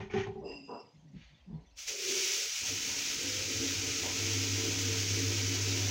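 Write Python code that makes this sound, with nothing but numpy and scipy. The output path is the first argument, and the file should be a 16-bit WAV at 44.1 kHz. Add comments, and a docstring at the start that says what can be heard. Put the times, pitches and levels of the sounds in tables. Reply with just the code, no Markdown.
"""A small tiled bathroom, one microphone a little way off. A small plastic bin is shuffled into the sink:
it judders, scuffs and knocks, slides over the glaze, and its wire handle sings briefly.
The tap spurts and opens with a bright hiss of tiny bursts; its jet drums on the bin's bare base.
Water gathers, so the drumming turns to deeper plunging and churning, with gurgles and growing splashes.
A low hum surges in underneath, then settles and grows; meanwhile a hollow note rises."""
import sys
import numpy as np
from scipy import signal
from scipy.fft import rfft, irfft
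from scipy.io import wavfile
from scipy.ndimage import uniform_filter1d

SR = 44100
rng = np.random.default_rng(int(sys.argv[2]) if len(sys.argv) > 2 else 0)


def put_to_file(sound):
    """Save the sound as 16-bit audio at rate SR, in the file named by the first command-line argument."""
    columns = np.atleast_2d(sound).T  # one column per channel
    safe = np.clip(columns, -1, 1)
    whole_steps = np.round(safe * 32767)
    wavfile.write(sys.argv[1], SR, whole_steps.astype(np.int16))


N = 260190
TIME = np.arange(N) / SR
FREQS = np.maximum(np.fft.rfftfreq(N, 1 / SR), 1)
# Levels in the tables are relative: the gains named ..._db in each function trim them further.


def from_db(db):
    """Decibels to gain."""
    return 10 ** (np.asarray(db) / 20)


def rms_one(x):
    """Scale to unit rms."""
    return x / np.sqrt(np.mean(x ** 2) + 1e-20)


def track(rows, axis=1):
    """One column of a curve at every sample."""
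    rows = np.array(rows)
    return np.interp(TIME, rows[:, 0], rows[:, axis])


def level(rows, axis=1):
    """Gain over time from a dB column, fading with a 20 ms time constant beyond both ends."""
    start, end = rows[0][0], rows[-1][0]
    outside = np.maximum(start - TIME, 0) + np.maximum(TIME - end, 0)
    return from_db(track(rows, axis)) * np.exp(-outside / .02)


def stroke(start, length, db, attack_s, release_db_per_s):
    """Gain of one gesture: it swells, holds until its length is up, then dies away."""
    swell = np.sin(np.pi / 2 * np.clip((TIME - start) / attack_s, 0, 1)) ** 2
    return swell * from_db(db - release_db_per_s * np.maximum(TIME - start - length, 0))


def strokes(rows, attack_s, release_db_per_s, axis=2):
    """Gain of a series of like gestures (start, length, dB columns); the strongest leads."""
    return np.max([stroke(row[0], row[1], row[axis], attack_s, release_db_per_s) for row in rows], axis=0)


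def colour(x, points):
    """Give a signal a smooth spectrum that falls 40 dB an octave beyond its ends; rms 1."""
    hz, db = np.transpose(points)
    octaves, known = np.log2(FREQS), np.log2(hz)
    beyond = np.abs(octaves - np.clip(octaves, known[0], known[-1]))
    gain = from_db(np.interp(octaves, known, db) - 40 * beyond)
    return rms_one(irfft(rfft(x) * gain, N))


def drift(rate_hz):
    """Slow random wandering with rms 1."""
    return rms_one(irfft(rfft(rng.standard_normal(N)) / (1 + (FREQS / rate_hz) ** 2), N))


def grains(per_s, spread_db):
    """Random tiny impacts of uneven size and either sign; rms 1."""
    sizes = from_db(spread_db * np.minimum(rng.exponential(1, N), 4))
    sizes = sizes * rng.choice([-1, 1], N)
    return rms_one(sizes * (rng.random(N) < per_s / SR))


def resonate(x, modes):
    """Steady excitation through parallel resonances, each at its own level; rms 1."""
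    out = 0
    for hz, width_hz, db in modes:
        r = np.exp(-np.pi * width_hz / SR)
        b, a = [1 - r, 0, r - 1], [1, -2 * r * np.cos(2 * np.pi * hz / SR), r * r]
        twice = signal.lfilter(b, a, signal.lfilter(b, a, x))
        out = out + from_db(db) * rms_one(twice)
    return rms_one(out)


def strike(clicks, modes, rise_s):
    """Clicks set every mode ringing; each ring takes a moment to swell to full strength."""
    out = 0
    for hz, db, t60 in modes:
        r, w = from_db(-60 / (t60 * SR)), 2 * np.pi * hz / SR
        # a faster-dying copy is subtracted, which softens the onset
        for sign, pole in ((0.98, r), (-0.78, r * np.exp(-1 / (rise_s * SR)))):
            b, a = [0, np.sin(w)], [1, -2 * pole * np.cos(w), pole * pole]
            out = out + sign * from_db(db) * signal.lfilter(b, a, clicks + 1e-18)
    return out


def blows(rows, axis=1):
    """One click per event, sized by a dB column."""
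    rows, clicks = np.array(rows), np.zeros(N)
    clicks[np.maximum(rows[:, 0] * SR, 0).astype(int)] = from_db(rows[:, axis])
    return clicks


def narrow_noise(hz, width_hz, even_s=0.038):
    """A randomly driven resonance whose centre may move; its slow swells are evened out."""
    z = drift(width_hz) + 1j * drift(width_hz)
    z = z / np.sqrt(uniform_filter1d(np.abs(z) ** 2, size=int(even_s * SR)) + 1e-9)
    phase = 2 * np.pi * np.cumsum(hz * np.ones(N)) / SR
    return np.sqrt(2) * np.real(z * np.exp(1j * phase))


def bathroom(x, wet_db, t60=0.36):
    """Dense reflections from the tiles follow the direct sound after 3 ms; the power is kept about the same."""
    t = TIME[:SR // 2]
    tail = rng.standard_normal(len(t)) * from_db(-60 * t / t60) * (t > .003)
    wet = from_db(wet_db)
    reflections = signal.fftconvolve(x, tail / np.linalg.norm(tail))[:N]
    return (x + wet * reflections) / np.sqrt(1 + wet ** 2)


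# Colour of the still room: (frequency [Hz], level [dB])
ROOM_TONE_COLOUR = [(150, -25), (250, -7.5), (440, -25), (513, -9.5), (723, -12.5), (984, -14), (1230, -23),
                    (2750, -20), (5950, -25.5), (9770, -44.5), (15000, -48)]
ROOM_DB = -71


def still_room(still_db):
    """Steady coloured noise: the faint tone of the room."""
    return from_db(ROOM_DB + still_db) * colour(rng.standard_normal(N), ROOM_TONE_COLOUR)


# Dull judders as the bin is steadied: (start [s], length [s], level [dB], starting pitch [Hz])
BIN_JUDDERS = [(0, 0.014, -41, 205), (0.127, 0.049, -42.5, 190), (0.255, 0.05, -49, 170),
               (0.36, 0.055, -51, 155), (0.515, 0.14, -53.5, 290), (0.66, 0.1, -52.5, 240),
               (0.816, 0.033, -60, 138), (0.92, 0.059, -57, 163), (1.011, 0.1, -54.5, 163),
               (1.121, 0.045, -45, 175), (1.291, 0.045, -58, 148), (1.454, 0.05, -45.5, 203),
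               (1.51, 0.05, -40.5, 170), (2.07, 0.06, -52.5, 265)]
JUDDER_SAG_HZ_PER_S = 150
# Deep handling rumble: (start [s], length [s], level [dB])
HANDLING_RUMBLES = [(0, 0.32, -58), (0.34, 0.19, -58.5), (0.64, 0.11, -77), (0.96, 0.05, -67),
                    (1.135, 0.15, -59.5), (1.39, 0.05, -62), (1.495, 0.095, -53), (1.66, 0.12, -62),
                    (1.85, 0.043, -60), (2.43, 0.2, -71)]


def bin_shifting(judder_db=-1, rub_db=-8, rumble_db=0):
    """Slow sticking and slipping groans at a low pitch, with a soft rub around it and a deep rumble below."""
    rub_colour = [(60, -17), (120, 1), (250, 0), (400, -13), (600, -31), (1200, -65)]
    rub = from_db(rub_db) * colour(grains(740, 1.1), rub_colour)
    rumble_gain = strokes(HANDLING_RUMBLES, attack_s=0.013, release_db_per_s=258)
    out = from_db(rumble_db) * rumble_gain * narrow_noise(57, width_hz=17, even_s=0.07)
    for start, length, db, hz in BIN_JUDDERS:
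        # each judder sags as it slows
        sagging_hz = hz - JUDDER_SAG_HZ_PER_S * np.clip(TIME - start, 0, 2 * length)
        groan = from_db(judder_db) * narrow_noise(sagging_hz, width_hz=9.3, even_s=.025)
        out = out + stroke(start, length, db, attack_s=0.038, release_db_per_s=305) * (groan + rub)
    return out


# The rim scuffing: (start [s], length [s], level [dB]); its colour: (frequency [Hz], level [dB])
RIM_SCUFFS = [(0, 0.025, -53), (0.045, 0.015, -63.5), (0.1, 0.036, -54.5), (0.128, 0.062, -46.5),
              (0.175, 0.041, -45), (0.47, 0.065, -71)]
RIM_COLOUR = [(650, -38), (1100, -6), (1320, -9), (1520, -1), (2140, -4.5), (3210, -6), (4080, -20.5),
              (6540, -16.5), (10000, -78), (13000, -102), (22000, -120)]
# Resonances of the bin's thin wall: (frequency [Hz], width [Hz], level [dB])
WALL_MODES = [(1210, 38, -8.5), (1530, 82, -9), (1887, 82, 0.5), (2066, 97, -2), (2215, 76, -4),
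              (2460, 120, 0.5), (3020, 73, -22), (3560, 91, -16.5), (6370, 200, -13)]
# The base pushed over the glaze: (start [s], length [s], level [dB])
BASE_PUSHES = [(0.401, 0.11, -45.5), (0.67, 0.086, -45), (1.475, 0.12, -60.5)]
# One colour for each push: (frequency [Hz], level [dB])
PUSH_COLOURS = [
    [(150, -1), (250, 3.5), (370, 12), (480, 3.5), (680, 3.5), (1050, -5.5), (1400, -29), (2000, -35)],
    [(170, -25), (260, -5), (460, 6), (620, -3.5), (950, 1.5), (1350, -11), (1800, -31), (2500, -49)],
    [(200, 10), (400, 4.5), (600, -7), (800, 2), (980, -1), (1200, -19), (2000, -16)],
]
# The wire handle rubbing in its pivots: (start [s], length [s], upper tones [dB], lowest tone [dB])
HANDLE_SQUEAKS = [(0.425, 0.15, -52.5, -53), (0.55, 0.25, -60, -63), (0.8, 0.099, -69, -90)]
# The handle's upper resonances: (frequency [Hz], width [Hz], level [dB])
HANDLE_UPPER_MODES = [(4930, 42, -3), (6130, 120, -23), (7550, 47, -21), (10620, 35, -37)]
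# A hand brushing the rim: (start [s], length [s], level [dB]); its colour: (frequency [Hz], level [dB])
HAND_BRUSHES = [(1.12, 0.092, -64.5), (1.165, 0.08, -59.5), (1.29, 0.094, -70.5)]
HAND_COLOUR = [(710, -43), (1200, -13.5), (2500, -2.5), (4580, -11), (5030, -18), (6590, -16), (9000, -60),
               (11700, -86), (19800, -120)]


def bin_rubbing(scuff_db=1, wall_db=-1, brush_db=0, slide_db=1, handle_db=0, breathy_db=-5):
    """Stick and slip: the rim scuffs and rings the wall, the base slides, the wire handle sings."""
    slips = grains(450, 3.8)
    rim = from_db(scuff_db) * colour(bathroom(slips, wet_db=17), RIM_COLOUR)
    rim = rim + from_db(wall_db) * resonate(slips, WALL_MODES)
    scuffing = strokes(RIM_SCUFFS, attack_s=0.011, release_db_per_s=230) * rim

    brush_gain = from_db(brush_db) * strokes(HAND_BRUSHES, attack_s=.075, release_db_per_s=150)
    brush = brush_gain * colour(bathroom(grains(400, 2.18), wet_db=11), HAND_COLOUR)

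    grit = bathroom(grains(900, 1.4), wet_db=4)
    slide = 0
    for push, tint in zip(BASE_PUSHES, PUSH_COLOURS):
        slide = slide + stroke(*push, attack_s=0.04, release_db_per_s=163) * colour(grit, tint)

    upper = sum(from_db(db) * narrow_noise(hz, width_hz) for hz, width_hz, db in HANDLE_UPPER_MODES)
    # friction roughens the tones; once it stops they ring out cleaner
    roughness = from_db(breathy_db) * track([(0.82, 0.82), (0.87, .1)])
    upper = upper + roughness * narrow_noise(5060, width_hz=110)
    lowest = narrow_noise(2727, width_hz=67)
    handle = (strokes(HANDLE_SQUEAKS, attack_s=0.066, release_db_per_s=200) * upper
              + strokes(HANDLE_SQUEAKS, attack_s=0.089, release_db_per_s=230, axis=3) * lowest)
    return scuffing + brush + from_db(slide_db) * slide + from_db(handle_db) * handle


# Bin against basin: (time [s], ring level [dB], clatter level [dB])
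BASIN_KNOCKS = [(0.002, -39.5, -35.5), (0.036, -48.5, -68), (0.1, -41, -46.5), (0.138, -22, -35.5),
                (0.182, -34, -31), (0.267, -31.5, -37.5), (0.356, -34, -59)]
# What the bin rings with: (frequency [Hz], level [dB], 60 dB decay time [s])
BIN_MODES = [(148, -14.5, 0.095), (213.4, -10, 0.24), (383.7, -1, 0.21), (411.6, -2.5, 0.15),
             (756, -13.5, 0.19), (797, -14.5, 0.18), (880, -20, 0.091), (935, -31, 0.15), (1090, -32, 0.08)]


def bin_knocks(ring_db=2, clatter_db=0, clatter_s=0.017):
    """Each contact rings the walls and sets off a short, dull clatter."""
    ring = from_db(ring_db) * strike(blows(BASIN_KNOCKS), BIN_MODES, rise_s=0.013)
    decay = np.exp(-1 / (clatter_s * SR))
    clatter_gain = signal.lfilter([1], [1, -decay], blows(BASIN_KNOCKS, axis=2) + 1e-18)
    burst = clatter_gain * grains(5000, 1.4)
    clatter_colour = [(100, 24), (250, 6.5), (600, 2), (850, 12.5), (1200, -5.0), (2300, -5.5),
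                      (4000, -14), (6500, -29), (9000, -44)]
    clatter = np.std(burst) * colour(burst, clatter_colour)
    return bathroom(ring, wet_db=-3.5) + bathroom(from_db(clatter_db) * clatter, wet_db=-5)


# Small touches on plastic and metal: (time [s], pitch [Hz], level [dB])
TOUCH_TICKS = [(0.099, 2290, -32.5), (0.645, 6600, -60), (0.795, 5350, -45), (1.345, 3500, -50.5),
               (1.545, 4300, -59), (1.66, 6100, -59), (1.665, 3500, -57)]


def touches(touch_db=0, t60=0.03, fidget_db=-78):
    """Light contacts ping briefly and hang in the room; fingers add fainter ones at random."""
    pings = sum(strike(blows([(s, db)]), [(hz, 0, t60)], rise_s=0.0018) for s, hz, db in TOUCH_TICKS)
    pitches_hz = np.geomspace(1900, 6900, 16)
    fidgets = sum(strike(grains(5, 1), [(hz, 0, t60 / 2)], rise_s=.002) for hz in pitches_hz)
    contacts = from_db(touch_db) * pings + from_db(fidget_db) * rms_one(fidgets)
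    return bathroom(contacts, wet_db=6.0, t60=0.15)


# Water starts to cover the base, takes a moment to do so, then deepens with this time constant
COVERED_S, COVERING_S, FILL_S = 2.596, 0.031, 0.64


def shallowness():
    """1 while the base is bare, falling towards 0 as water gathers."""
    return np.exp(-np.maximum(TIME - COVERED_S, 0) / FILL_S)


# The tap's flow spurts, opens fully and settles: (time [s], hiss level [dB])
TAP_FLOW = [(1.745, -89.5), (1.772, -54), (1.79, -44), (1.862, -46), (1.882, -35.5), (1.952, -42.5),
            (2.108, -33.5), (2.348, -33.5), (2.47, -36.5), (3.3, -36), (4.3, -35), (5.9, -35.5)]
# Colours of the jet's hiss and of the microphone's lift at the top: (frequency [Hz], level [dB])
JET_COLOUR = [(760, -39), (1300, -11), (1800, -9.5), (2310, -2), (4130, -5.5), (5960, 1), (6580, -0.5),
              (8340, -19), (10300, -24.5), (13800, -31.5)]
MIC_LIFT_COLOUR = [(13900, -21), (14500, -3), (15700, -3), (16500, -2.5)]
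# Single gurgles in the gathering water: (start [s], length [s], deep plunge level [dB], splash level [dB])
WATER_GURGLES = [(2.63, 0.047, -57, -54.5), (2.7, 0.033, -49, -63), (2.875, 0.037, -55, -56),
                 (2.96, 0.062, -53.5, -76), (3.22, 0.05, -51, -61), (3.39, 0.03, -50, -58),
                 (3.595, 0.05, -40.5, -67), (4.03, 0.039, -55, -48), (4.22, 0.13, -48.5, -63),
                 (4.63, 0.061, -40, -64), (5.15, 0.045, -40, -70)]
# Colour of the splashing, which grows as the bin fills: (frequency [Hz], level [dB])
SPLASHING_COLOUR = [(300, -22), (520, 8), (700, 8.5), (1000, 7.5), (1300, -13.5), (2600, -6), (4000, -41)]
SPLASH_GROWTH_DB_PER_S = 2.1


def tap(hiss_db=0.42, mic_lift_db=-18, splash_db=-26, flutter_db=.5, body_hz=2000, thin_db=-3,
        waver_db=0.41, lumpy_db=1.3, spatter_db=3.0, spatter_hz=8000):
    """The aerated jet hisses with countless tiny bursts; coarser drops splash in the bin."""
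    flow = level(TAP_FLOW) * from_db(waver_db * drift(15))
    spray = bathroom(grains(16000, 2.37) * from_db(flutter_db * drift(45)), wet_db=-7.5)
    hiss = colour(spray, JET_COLOUR) + from_db(mic_lift_db) * colour(spray, MIC_LIFT_COLOUR)
    spectrum = rfft(hiss)
    # on the bare base the hiss is thinner; the gathering water fills out its lower part
    body = irfft(spectrum / (1 + (FREQS / body_hz) ** 10), N)
    # hard plastic also spatters brighter than water does
    below_lift = 1 / (1 + (FREQS / MIC_LIFT_COLOUR[0][0]) ** 20)
    top = irfft(spectrum / (1 + (spatter_hz / FREQS) ** 10) * below_lift, N)
    hiss = hiss + (from_db(thin_db * shallowness()) - 1) * body
    hiss = hiss + (from_db(spatter_db * shallowness()) - 1) * top

    drops = colour(bathroom(grains(1200, 5.4), wet_db=10.0), SPLASHING_COLOUR)
    growth_db = SPLASH_GROWTH_DB_PER_S * (TIME - COVERED_S)
    splashing = flow * from_db(splash_db + growth_db + lumpy_db * drift(14))
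    gurgling = strokes(WATER_GURGLES, attack_s=0.006, release_db_per_s=101, axis=3)
    return from_db(hiss_db) * flow * hiss + np.hypot(splashing, gurgling) * drops


# The jet drumming on the bare base: (time [s], level [dB]); the base's resonance: (time [s], pitch [Hz])
BARE_DRUMMING = [(1.876, -69), (1.91, -45), (2.04, -47.5), (2.08, -40), (2.16, -39), (2.29, -47.5),
                 (2.46, -52.5), (2.52, -75)]
BARE_PITCH = [(1.88, 451), (1.95, 420), (2.02, 392.5), (2.08, 369), (2.14, 384.3), (2.36, 386), (2.46, 413)]
# Resonances of the bin loaded with water: (frequency [Hz], width [Hz], level [dB])
LOADED_MODES = [(167, 15, -12), (243.5, 41, -13.5), (274.4, 32.4, 3.5), (335.5, 54, 0.5), (376.4, 37, -8.5),
                (448, 14.4, -2), (487, 9.5, -15)]
# A hollow note rising as the bin fills: (start [s], length [s], level [dB])
RISING_NOTE = (3.16, 0.32, -53)
RISING_HZ, RISING_HZ_PER_S = 482.3, 150


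def drumming(bare_db=-1, patter_db=-3, plunge_db=-41.5, shallow_db=-24, churn_db=-55, thrum_db=-27,
             bare_churn_db=-21):
    """The jet shakes the bare base first; gathering water loads it, churns and brings deeper resonances."""
    # scattered drops patter on the base as the jet arrives and again just before water covers it;
    # in between, the full jet makes it sing
    scattered = np.clip(track([(1.9, 1), (2.0, 0.27), (2.15, 0.028), (2.34, 0.16), (2.44, 0.95)]), 0, 1)
    singing = from_db(bare_db) * narrow_noise(track(BARE_PITCH), width_hz=15.6, even_s=0.033)
    patter_modes = [(397, 100, -5), (441, 82, 0.5), (534, 53, -4)]
    patter = from_db(patter_db) * resonate(grains(1500, 1), patter_modes)
    base = np.sqrt(1 - scattered) * singing + np.sqrt(scattered) * patter

    covered = np.clip((TIME - COVERED_S) / COVERING_S, 0, 1)
    plunging = covered * from_db(plunge_db + shallow_db * shallowness())
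    gurgling = strokes(WATER_GURGLES, attack_s=0.013, release_db_per_s=188)
    plunge = np.hypot(plunging, gurgling) * resonate(grains(1500, 2.3), LOADED_MODES)

    # the dry base only thrums faintly in the bass; water churns there
    bare_churn = from_db(bare_churn_db) * (TIME > BARE_DRUMMING[0][0])
    deep = from_db(churn_db) * (covered + bare_churn) + from_db(thrum_db) * level(BARE_DRUMMING)
    churn_colour = [(20, -17), (50, 1), (75, 1.5), (170, -2.5), (240, -2.5), (500, -7.5), (1000, -78)]
    churn = deep * colour(grains(500, 1.1), churn_colour)

    note_hz = RISING_HZ + RISING_HZ_PER_S * np.maximum(TIME - RISING_NOTE[0], 0)
    note_gain = stroke(*RISING_NOTE, attack_s=.06, release_db_per_s=45) * from_db(2.5 * drift(11))
    rising = note_gain * narrow_noise(note_hz, width_hz=9)
    return level(BARE_DRUMMING) * base + plunge + churn + rising


# The low hum's first surges: (start [s], length [s], level [dB])
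FIRST_HUM_SURGES = [(2.68, 0.06, -48.5), (2.76, 0.16, -59), (3.225, 0.089, -50), (3.33, 0.15, -48),
                    (3.54, 0.048, -40.5), (3.65, 0.08, -46), (3.745, 0.053, -42), (3.845, 0.06, -43.5),
                    (4.01, 0.13, -47)]
HUM_HZ, HUM_SETTLES_S, HUM_ATTACK_S, HUM_GROWTH_DB_PER_S = 100.5, 4.17, 0.019, 2


def hum(hum_db=-39.0, waver_db=1.4, unsteady_db=-14):
    """A low hum comes in wavering surges at first, then settles on one pitch and slowly grows."""
    tone = np.sqrt(2) * np.sin(2 * np.pi * HUM_HZ * TIME)
    wavering = narrow_noise(97, width_hz=4.4)
    surges = strokes(FIRST_HUM_SURGES, attack_s=0.02, release_db_per_s=194) * wavering
    growth_db = HUM_GROWTH_DB_PER_S * (TIME - HUM_SETTLES_S) + waver_db * drift(11)
    settled = np.clip((TIME - HUM_SETTLES_S) / HUM_ATTACK_S, 0, 1) * from_db(hum_db + growth_db)
    return surges + settled * (tone + from_db(unsteady_db) * wavering)


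def scene(still_db=-2):
    """All sources reach one microphone, which feeds both channels alike."""
    handling = bin_shifting() + bin_rubbing() + bin_knocks() + touches()
    water = tap() + drumming()
    mono = still_room(still_db) + handling + water + hum()
    return np.array([mono, mono])


def record(dry, low_hz=32, cutoff_hz=15800):
    """The microphone loses the deepest bass; the top is cut steeply."""
    dry = signal.sosfilt(signal.butter(2, low_hz, "high", fs=SR, output="sos"), dry)
    return signal.sosfilt(signal.ellip(12, .2, 80, cutoff_hz, fs=SR, output="sos"), dry)


dry = scene()
out = record(dry)
put_to_file(out)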